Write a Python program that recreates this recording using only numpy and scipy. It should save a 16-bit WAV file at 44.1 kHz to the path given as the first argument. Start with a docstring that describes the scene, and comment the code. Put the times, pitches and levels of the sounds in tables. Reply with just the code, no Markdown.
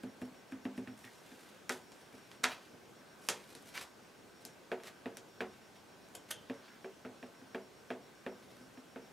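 """Sleeved cards at a wooden table

A small quiet room, two players at the table under a camera, heard on two microphones.
Fingertips drum the table's decaying modes, cards snap down as brief crackles, and sleeves slide and scuff
as shaped noise; a finger ring scrapes and rings. Dense echoes give the room its distance. Behind lie
shaped-noise hum and hiss with a faint whir, and the camera's lens motor, a stepped tone and its octave."""
import sys
import numpy as np
from scipy import signal
from scipy.io import wavfile
from scipy.ndimage import uniform_filter1d

SR = 44100
rng = np.random.default_rng(int(sys.argv[2]) if len(sys.argv) > 2 else 0)


def wav_out(sig):
    """Save sig, one row per channel (or a flat mono array), as 16-bit PCM at SR to the path in sys.argv[1]."""
    wavfile.write(sys.argv[1], SR, np.round(np.clip(np.atleast_2d(sig).T, -1, 1) * 32767).astype(np.int16))


def rack_gain(trim_db):
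    """Turn a fader trim in dB into the linear factor to multiply a signal by."""
    fader = np.asarray(trim_db, float)
    return 10 ** (fader / 20)


N = 402191  # length [samples]

# Levels in the tables are relative: the functions add the balance between parts. fingertip taps: (time [s],
# thud [dB], firmness: knock against thud [dB], nail tick [dB])
TAPS = [(0.033, -35.5, -12, -49), (0.215, -33.5, -12.5, -46.5), (0.344, -58, -13, -60),
        (0.52, -41, -16.5, -47.5), (0.651, -33.5, -11, -42.5), (0.776, -33, -13, -47.5),
        (0.872, -39, -20, -46), (1.041, -53, -38, -49), (1.316, -50, -12, -57), (2.137, -52.5, -3, -62),
        (2.734, -58, -2.5, -69), (4.715, -40.5, 5.5, -35), (4.799, -65, 1, -52), (5.056, -37.5, -2, -41.5),
        (5.404, -39.5, 2, -32.5), (6.146, -57.5, 3, -70), (6.496, -37, -5, -41.5), (6.843, -50, 6.5, -46),
        (7.048, -40.5, -4, -45.5), (7.226, -43, -4, -46), (7.414, -51.5, -16, -62),
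        (7.545, -40, 1.5, -38.5), (7.902, -39.5, 1.5, -37), (8.262, -40.5, 2.5, -40),
        (8.606, -50, -20, -65), (8.772, -47, -9.5, -55), (8.958, -44.5, -1, -47.5)]
# table top modes: (frequency [Hz], level [dB], t60 [s])
TABLE_MODES = [(119, -10, 0.11), (206.9, -10.5, 0.35), (253.4, 8, 0.1), (301, 0.5, 0.06), (375.4, 4, 0.17),
               (453, 6, 0.15), (490, 11, 0.044), (549.7, 7, 0.069), (673, 10, 0.049), (717, -4, 0.13),
               (787, -7, 0.093), (878, -1, 0.084), (1002, -8, 0.059), (1198, -8.5, 0.054)]
# short modes under the nail: (frequency [Hz], level [dB], t60 [s])
NAIL_MODES = [(1040, 5, 0.0024), (1703, 1, 0.011), (2370, 1.5, 0.0054), (3220, -6.5, 0.0059)]
# nail click as the room hears it: (frequency [Hz], level [dB])
TICK_COLOUR = [(400, -8.5), (900, -3.5), (1800, -2), (2700, -4), (3800, -15), (6000, -24.5), (12000, -30)]
# card edges snapping: (time [s], slap [dB], crack [dB], table knock [dB], left raised and right lowered by [dB])
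SNAPS = [(1.6938, -30, -25.5, -55, 0.5), (1.6976, -25.5, -62, -37.5, -1), (1.919, -52.5, -47.5, -62, -.4),
         (2.315, -46, -49, -65, -1), (2.4344, -41, -36, -45.5, -.4), (2.4383, -26, -21.5, -39, -1.5),
         (2.4412, -16.5, -22, -47, -.4), (3.2873, -24.5, -16.5, -39, -0.3), (3.2969, -60, -32, -52, -3),
         (3.2895, -37, -37, -65, 4), (3.3016, -39, -31, -42, -2), (3.551, -49, -40, -56, 1.2),
         (3.6692, -60, -55, -60, -.4), (3.777, -34, -36, -53, -.6), (4.451, -50, -33, -51.5, 1.5),
         (4.835, -45.5, -44, -57, -.4), (5.1701, -45, -35.5, -54, 1.2), (5.4156, -61, -55, -73, -.4),
         (6.0867, -72, -55, -71, -.4), (6.1384, -67, -57, -68, -.4), (6.5414, -58, -54, -69, -.4)]
# sleeves sliding: (fastest moment [s], speed-up [s], slow-down [s], rub [dB], hiss above the rub [dB])
SLIDES = [(.035, .008, .01, -73, 16), (.217, .008, 0.013, -70.5, 17.5), (.255, .006, .008, -73, 21),
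          (.519, .008, .01, -71.5, 19), (.65, .008, .008, -76, 19), (.777, .01, .012, -69.5, 18.5),
          (1.0, 0.066, 0.1, -75, 16), (1.05, 0.052, .12, -62, -1), (1.135, 0.046, .08, -66, 2),
          (1.27, 0.21, 0.38, -63, -0.5), (1.42, 0.12, 0.23, -63.5, 2.5), (1.72, 0.012, 0.094, -49.5, 2.5),
          (1.98, 0.13, 0.28, -63.5, .5), (2.132, 0.027, .14, -64.5, -3), (2.324, 0.12, .1, -65, -1),
          (2.48, .01, 0.12, -40.5, -11.5), (2.64, 0.082, .4, -70, -1), (2.96, .2, 0.32, -79, 0),
          (3.27, 0.092, 0.032, -68, 14.5), (3.325, .01, 0.13, -47.5, -4), (3.504, 0.043, 0.035, -62.5, 4.5),
          (3.55, 0.0061, 0.018, -61, -14), (3.69, 0.25, 0.041, -64, 8), (3.75, 0.033, 0.064, -48, -2),
          (3.776, .025, 0.033, -40.5, -5), (3.82, 0.028, 0.054, -49.5, 1.5), (4.42, 0.017, 0.015, -61, 5),
          (4.46, .01, .08, -68, 7), (4.881, 0.058, 0.019, -45.5, -4), (5.175, 0.0054, .03, -65, -7),
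          (5.532, .1, .07, -62, -8), (5.758, .02, .04, -59.5, -7), (6.29, 0.011, 0.037, -53.5, -2),
          (6.686, 0.13, 0.13, -58.5, -25), (8.427, .015, .09, -63, -6), (8.506, .02, 0.68, -70.5, 3)]
# colour of the low rub: (frequency [Hz], level [dB])
RUB_COLOUR = [(80, -45), (250, -22), (800, 3), (1900, 5), (3500, 3), (6000, -6), (9000, -22)]
# colour of the bright hiss: (frequency [Hz], level [dB])
HISS_COLOUR = [(2500, 6), (5000, 5), (8000, 5.5), (12000, 3), (14500, -4), (16500, -33)]
# soft narrow scuffs: (time [s], length [s], band [Hz], level [dB])
SCUFFS = [(1.044, 0.053, 2020, -59.5), (3.736, 0.049, 2150, -52), (4.86, .06, 2330, -65),
          (6.619, 0.076, 4350, -68), (6.691, 0.097, 1820, -64.5)]
# finger ring scrapes: (time [s], scrape [dB], length [ms], ring [dB])
CLINKS = [(6.146, -45, 11, -50.5), (6.302, -37, 14.4, -36.5)]
# metal modes of the finger ring: (frequency [Hz], level [dB], t60 [s])
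RING_MODES = [(3120, -15.5, 0.43), (3190, 3, 0.045), (3440, -14, 0.15), (6380, 0, 0.021), (9100, -1, .015),
              (11200, -1, 0.027)]
# colour of the ring's scrape: (frequency [Hz], level [dB])
SCRAPE_COLOUR = [(600, -5), (1500, 1), (3500, -4), (9000, 0), (13000, -2), (16000, -32)]
# decay of the room: (frequency [Hz], t60 [s])
ROOM_DECAY = [(150, 0.3), (400, 0.4), (1040, 0.27), (2760, 0.14), (7280, 0.16), (13000, 0.083)]
# left-right difference of the echoes: (frequency [Hz], level [dB])
ECHO_WIDTH = [(200, -31), (700, -27.5), (2500, -18.5), (8000, -13), (14000, -21)]
# background hum and hiss, sum of both microphones, treble cut off near 16 kHz: (frequency [Hz], density [dB per Hz])
AIR_COLOUR = [(18, -35), (30, -26), (58, -16), (75, -18.5), (103, -1), (179, -3.5), (215, 0.5), (295, -1.5),
              (426, -0.5), (461, -2), (937, -7.5), (3140, -15.5), (5740, -19.5), (6210, -19.5),
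              (15600, -30.5), (16100, -53)]
# left-right difference of that background against the sum: (frequency [Hz], level [dB])
AIR_WIDTH = [(60, 6.5), (110, -13), (200, -5.5), (380, -6), (700, -4.5), (1290, -6), (2380, -6.5),
             (4400, -7), (8120, -10.5), (15000, -48)]
# lens motor runs, sounding every second step: (first step [count], last step [count])
MOTOR_RUNS = [(1, 17), (25, 27), (28, 32), (33, 35), (44, 48), (53, 57), (65, 67), (77, 79), (80, 92),
              (98, 102), (108, 124), (129, 135)]
# weaker motor runs, likewise: (first step [count], last step [count])
WEAK_MOTOR_RUNS = [(38, 42), (58, 64), (72, 74), (93, 97), (103, 107), (125, 127)]

BOOM_HZ, KNOCK_HZ = 150, 330  # table modes: boom below the first, thud up to the second, knock above
BOOM_DB, BOOM_PER_FIRM = -7, -0.5  # boom against thud; soft flat fingertips boom more [dB per dB]
RISE_S, RISE_PER_FIRM = 0.0025, -0.31  # swing-up at firmness 0; firm fingertips start faster [dB per dB]
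SIZZLE_DB, SIZZLE_PER_CRISP = -12, 0.089  # top treble against the crack column; more in crisp snaps [dB per dB]
SNAP_PEAK_MS = 0.62  # when a snap's crackle is fullest
STROKE_DB = 20  # level lost over one speed-up or slow-down time
AIR_DB = -59.5  # rms of the two-microphone mean
WHIR_HZ, WHIR_WIDTH_HZ, WHIR_DB = 1536, 33, 9.5  # a faint whir standing out of the air
STEP_S, FIRST_STEP_S, MOTOR_HZ = 1 / 15, .015, 5561.8
MOTOR_DB, MOTOR_WEAK_DB = -73.5, -4.5  # rms of the drive tone; weak runs against it


def evened(x):
    """Scales to rms 1."""
    return x / np.sqrt(np.mean(x ** 2) + 1e-20)


def read(points, hz):
    """Reads a spectrum on a log-frequency axis."""
    f, value = np.transpose(points)
    return np.interp(np.log(hz + 1), np.log(f + 1), value)


def add(mix, s, sound):
    """Mixes a sound in at time s."""
    part = mix[round(s * SR):][:len(sound)]
    part += sound[:len(part)]


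def colour(x, points):
    """Causal minimum-phase filter with the given dB spectrum and energy 1."""
    hz = abs(np.fft.fftfreq(2048, 1 / SR))
    log_gain = np.log(rack_gain(read(points, hz)))
    taps = np.fft.ifft(np.exp(np.conj(signal.hilbert(log_gain)))).real[:1024]
    return signal.oaconvolve(x, taps / np.linalg.norm(taps))[:len(x)]


def rings(modes, rise_s, shift_db=0, detune=1):
    """Sum of dying sines with a soft start, as a struck body vibrates."""
    t = np.arange(SR // 3) / SR
    hz, db, t60 = np.transpose(modes)[:, :, None]
    decay = rack_gain(db + np.reshape(shift_db, (-1, 1)) - 60 * t / t60)
    sines = decay * np.sin(2 * np.pi * hz * detune * t)
    return sines.sum(0) * (1 - np.exp(-t / rise_s))


def fingertips():
    """The nail ticks first; the slower table top swings up just after, each spot favouring other modes."""
    nail, click, wood = np.zeros((3, N))
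    hz = np.transpose(TABLE_MODES)[0]
    spots = rng.standard_normal((len(TAPS), len(TABLE_MODES) + 1))
    for (s, thud_db, firm_db, tick_db), spot in zip(TAPS, spots):
        boom_db = BOOM_DB + BOOM_PER_FIRM * firm_db
        blow_db = thud_db + np.select([hz < BOOM_HZ, hz < KNOCK_HZ], [boom_db, -3.0], firm_db - 5.0)
        rise_s = RISE_S * rack_gain(RISE_PER_FIRM * firm_db)
        ticking = rings(NAIL_MODES, 0.0003, detune=1 + 0.061 * spot[-1])
        swing = rings(TABLE_MODES, rise_s, blow_db + 1.6 * spot[:-1], detune=1 + 0.011 * spot[:-1, None])
        add(nail, s + 0.002203, rack_gain(tick_db + 8.0) * ticking)
        add(click, s + 0.002147, rack_gain([tick_db + 17.5]))
        add(wood, s + 0.002913, -swing)
    return nail, colour(click, TICK_COLOUR), wood


def snaps():
    """Each snap is a brief crackle around a sharp spike; the room answers to the spike's smooth colour."""
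    near = np.zeros((N, 2))
    far, wood = np.zeros((2, N))
    t = np.arange(1500) / SR
    hz = np.linspace(0, SR / 2, 500)
    u = 1000 * t / SNAP_PEAK_MS
    spike = -1. * (np.arange(len(t)) == int(.6 * SR / 1000))  # 0.6 ms in
    grits = rng.standard_normal((len(SNAPS), 1500))
    for (s, slap_db, crack_db, knock_db, left_db), grit in zip(SNAPS, grits):
        sizzle_db = crack_db + SIZZLE_DB + SIZZLE_PER_CRISP * (crack_db - slap_db)
        crack_db, slap_db = crack_db - 5.0, slap_db + 4.5
        tone = [(300, slap_db - 25), (900, slap_db - 3), (1900, slap_db),
                (3800, (slap_db + crack_db) / 2 - 0.5), (6500, crack_db),
                (11000, sizzle_db), (14000, sizzle_db - 7), (17000, sizzle_db - 29)]
        size = rack_gain(21.5) * np.sqrt(np.mean(rack_gain(read(tone, hz)) ** 2))
        burst = spike + 0.32 * grit * u * np.exp(1 - u)
        crackle = size * colour(burst / np.linalg.norm(burst), tone)
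        add(near, s, np.outer(crackle, rack_gain([left_db, -left_db])))
        add(far, s, size * colour(spike, tone))
        add(wood, s, rings(TABLE_MODES, 0.003, knock_db - 7.0 + 1.6 * grit[:len(TABLE_MODES)]))
    return near.T, far, wood


def slides():
    """Plastic rubbing on plastic: noise rough with small slips and grit; strokes speed up and slow down."""
    rub, hiss = np.zeros((2, N))
    for s, up, down, rub_db, hiss_db in SLIDES:
        t = np.arange(-2 * up, 2 * down, 1 / SR)
        stroke = rack_gain(rub_db - STROKE_DB * np.maximum(-t / up, t / down))
        add(rub, s + t[0], stroke)
        add(hiss, s + t[0], stroke * rack_gain(hiss_db))
    slips = rack_gain(3.5 * evened(uniform_filter1d(rng.standard_normal(N), size=250)))
    grit_size = rack_gain(1.5 * np.minimum(rng.exponential(1, N), 5))
    grit = grit_size * (rng.random(N) < 300 / SR)  # about 300 grains a second
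    grain = evened(slips * (rng.standard_normal((2, N)) + 2.5 * grit))
    return colour(rub * grain[0], RUB_COLOUR) + colour(hiss * grain[1], HISS_COLOUR)


def scuffs():
    """A sleeve edge dragged lightly: a breathy band of noise about half an octave wide."""
    out = np.zeros(N)
    grits = rng.standard_normal((len(SCUFFS), SR // 4))
    for (s, length, hz, db), grit in zip(SCUFFS, grits):
        stroke = np.sin(np.pi * np.clip(np.arange(len(grit)) / SR / length, 0, 1))
        band = [(hz / 1.46, -30), (hz / 1.45, 0), (hz * 1.04, 0), (hz * 2.1, -30)]
        add(out, s, rack_gain(db) * colour(stroke * grit, band))
    return out


def clinks():
    """A small metal band scrapes harder and harder for a moment and rings as it catches."""
    out = np.zeros(N)
    grits = rng.standard_normal((len(CLINKS), 1500))
    for (s, db, ms, ring_db), grit in zip(CLINKS, grits):
        progress = np.clip(np.arange(1500) / SR * 1000 / ms, 0, 1)
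        scrape = grit * np.sin(np.pi * progress ** 1.5) ** 2
        add(out, s, rack_gain(db) * colour(scrape, SCRAPE_COLOUR))
        ring = rings(RING_MODES, 0.00099, ring_db)
        # the loose band chatters on the finger
        rattle = evened(uniform_filter1d(rng.standard_normal(len(ring)), size=60))
        add(out, s + 0.68 * ms / 1000, ring * (.4 + 0.9 * rattle))
    return out


def room(x):
    """Dense echoes, each band dying at its own speed; three patterns fade into one another in steady rotation."""
    grid = np.arange(60, SR // 3, 12)
    taps = np.zeros((6, SR // 3 + 12))  # three patterns for the sum, three for the left-right difference
    spots = grid + rng.integers(0, 12, (6, len(grid)))
    np.put_along_axis(taps, spots, rng.choice([-1., 1.], (6, len(grid))), 1)
    hz, t, z = signal.stft(taps, SR, nperseg=256)
    z[3:] *= rack_gain(read(ECHO_WIDTH, hz))[:, None]
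    decay = rack_gain(-60 * t / read(ROOM_DECAY, hz)[:, None])
    tail = signal.istft(z * decay, SR, nperseg=256)[1]
    tail[:, :60] = 0  # no echo before the first reflection
    # 1.3 rounds a second, so that repeated sounds get varied echoes
    turns = 1.3 * np.arange(N) / SR + np.arange(3)[:, None] / 3
    blend = np.sqrt(2 / 3) * np.cos(2 * np.pi * turns)
    sent = np.tile(x * blend, (2, 1))
    echoes = signal.oaconvolve(sent, tail / np.linalg.norm(tail[0]), axes=1)[:, :N]
    mid, side = echoes.reshape(2, 3, N).sum(1)
    return mid + np.outer([1, -1], side)


def lens_motor():
    """A steady drive tone and its octave, switched on for one step at a time."""
    t = np.arange(N) / SR
    level = np.zeros(int(N / SR / STEP_S) + 2)
    for runs, db in [(MOTOR_RUNS, MOTOR_DB), (WEAK_MOTOR_RUNS, MOTOR_DB + MOTOR_WEAK_DB)]:
        for first, last in runs:
            level[first:last + 1:2] = rack_gain(db) * np.sqrt(2)
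    running = level[((t - FIRST_STEP_S) // STEP_S).astype(int)]
    turn = 2 * np.pi * MOTOR_HZ * t
    return uniform_filter1d(running, size=200) * (np.sin(turn) + rack_gain(-19) * np.sin(2 * turn))


def air():
    """Room hum and microphone hiss: shaped noise, gently patchy in time and frequency."""
    frames, hz = N // 256 + 5, np.fft.rfftfreq(1024, 1 / SR)
    a, b, c, d, patches = rng.standard_normal((frames, 513, 5)).T
    patches = uniform_filter1d(patches, size=14, axis=0)
    patches = evened(uniform_filter1d(patches, size=16, axis=1))
    whir_db = WHIR_DB * np.exp(-((hz - WHIR_HZ) / WHIR_WIDTH_HZ) ** 2)
    shape_db = read(AIR_COLOUR, hz) + whir_db
    z = np.array([a + 1j * b, (c + 1j * d) * rack_gain(read(AIR_WIDTH, hz))[:, None]])
    z = z * rack_gain(shape_db[:, None] + 0.94 * patches)
    mid, side = signal.istft(z, nperseg=1024, noverlap=768)[1][:, :N]
    return rack_gain(AIR_DB) * np.array([mid + side, mid - side]) / np.std(mid)


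def scene():
    """Table sounds, direct and through the room, over the air and the motor."""
    nail, click, tapped = fingertips()
    near, far, slapped = snaps()
    rustle = clinks() + scuffs() + rack_gain(-5.5) * slides()
    wood = tapped + slapped
    direct = wood + nail + rack_gain(-16) * click + near + rustle
    echoes = room(rack_gain(-9.5) * wood + click + rack_gain(-2.3) * far + rack_gain(-4.0) * rustle)
    low_cut = signal.butter(3, 75, "high", fs=SR, output="sos")  # the microphones lose deep bass
    table = signal.sosfilt(low_cut, direct + echoes) * rack_gain([[-.2], [.2]])  # left, right [dB]
    return table + air() + lens_motor()


def top_cut(x):
    """Nothing passes above the cut-off."""
    return signal.sosfilt(signal.butter(12, 16500, fs=SR, output="sos"), x)


def record(dry):
    """Takes down the finished two-microphone mix."""
    return top_cut(dry)


dry = scene()
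out = record(dry)
wav_out(out)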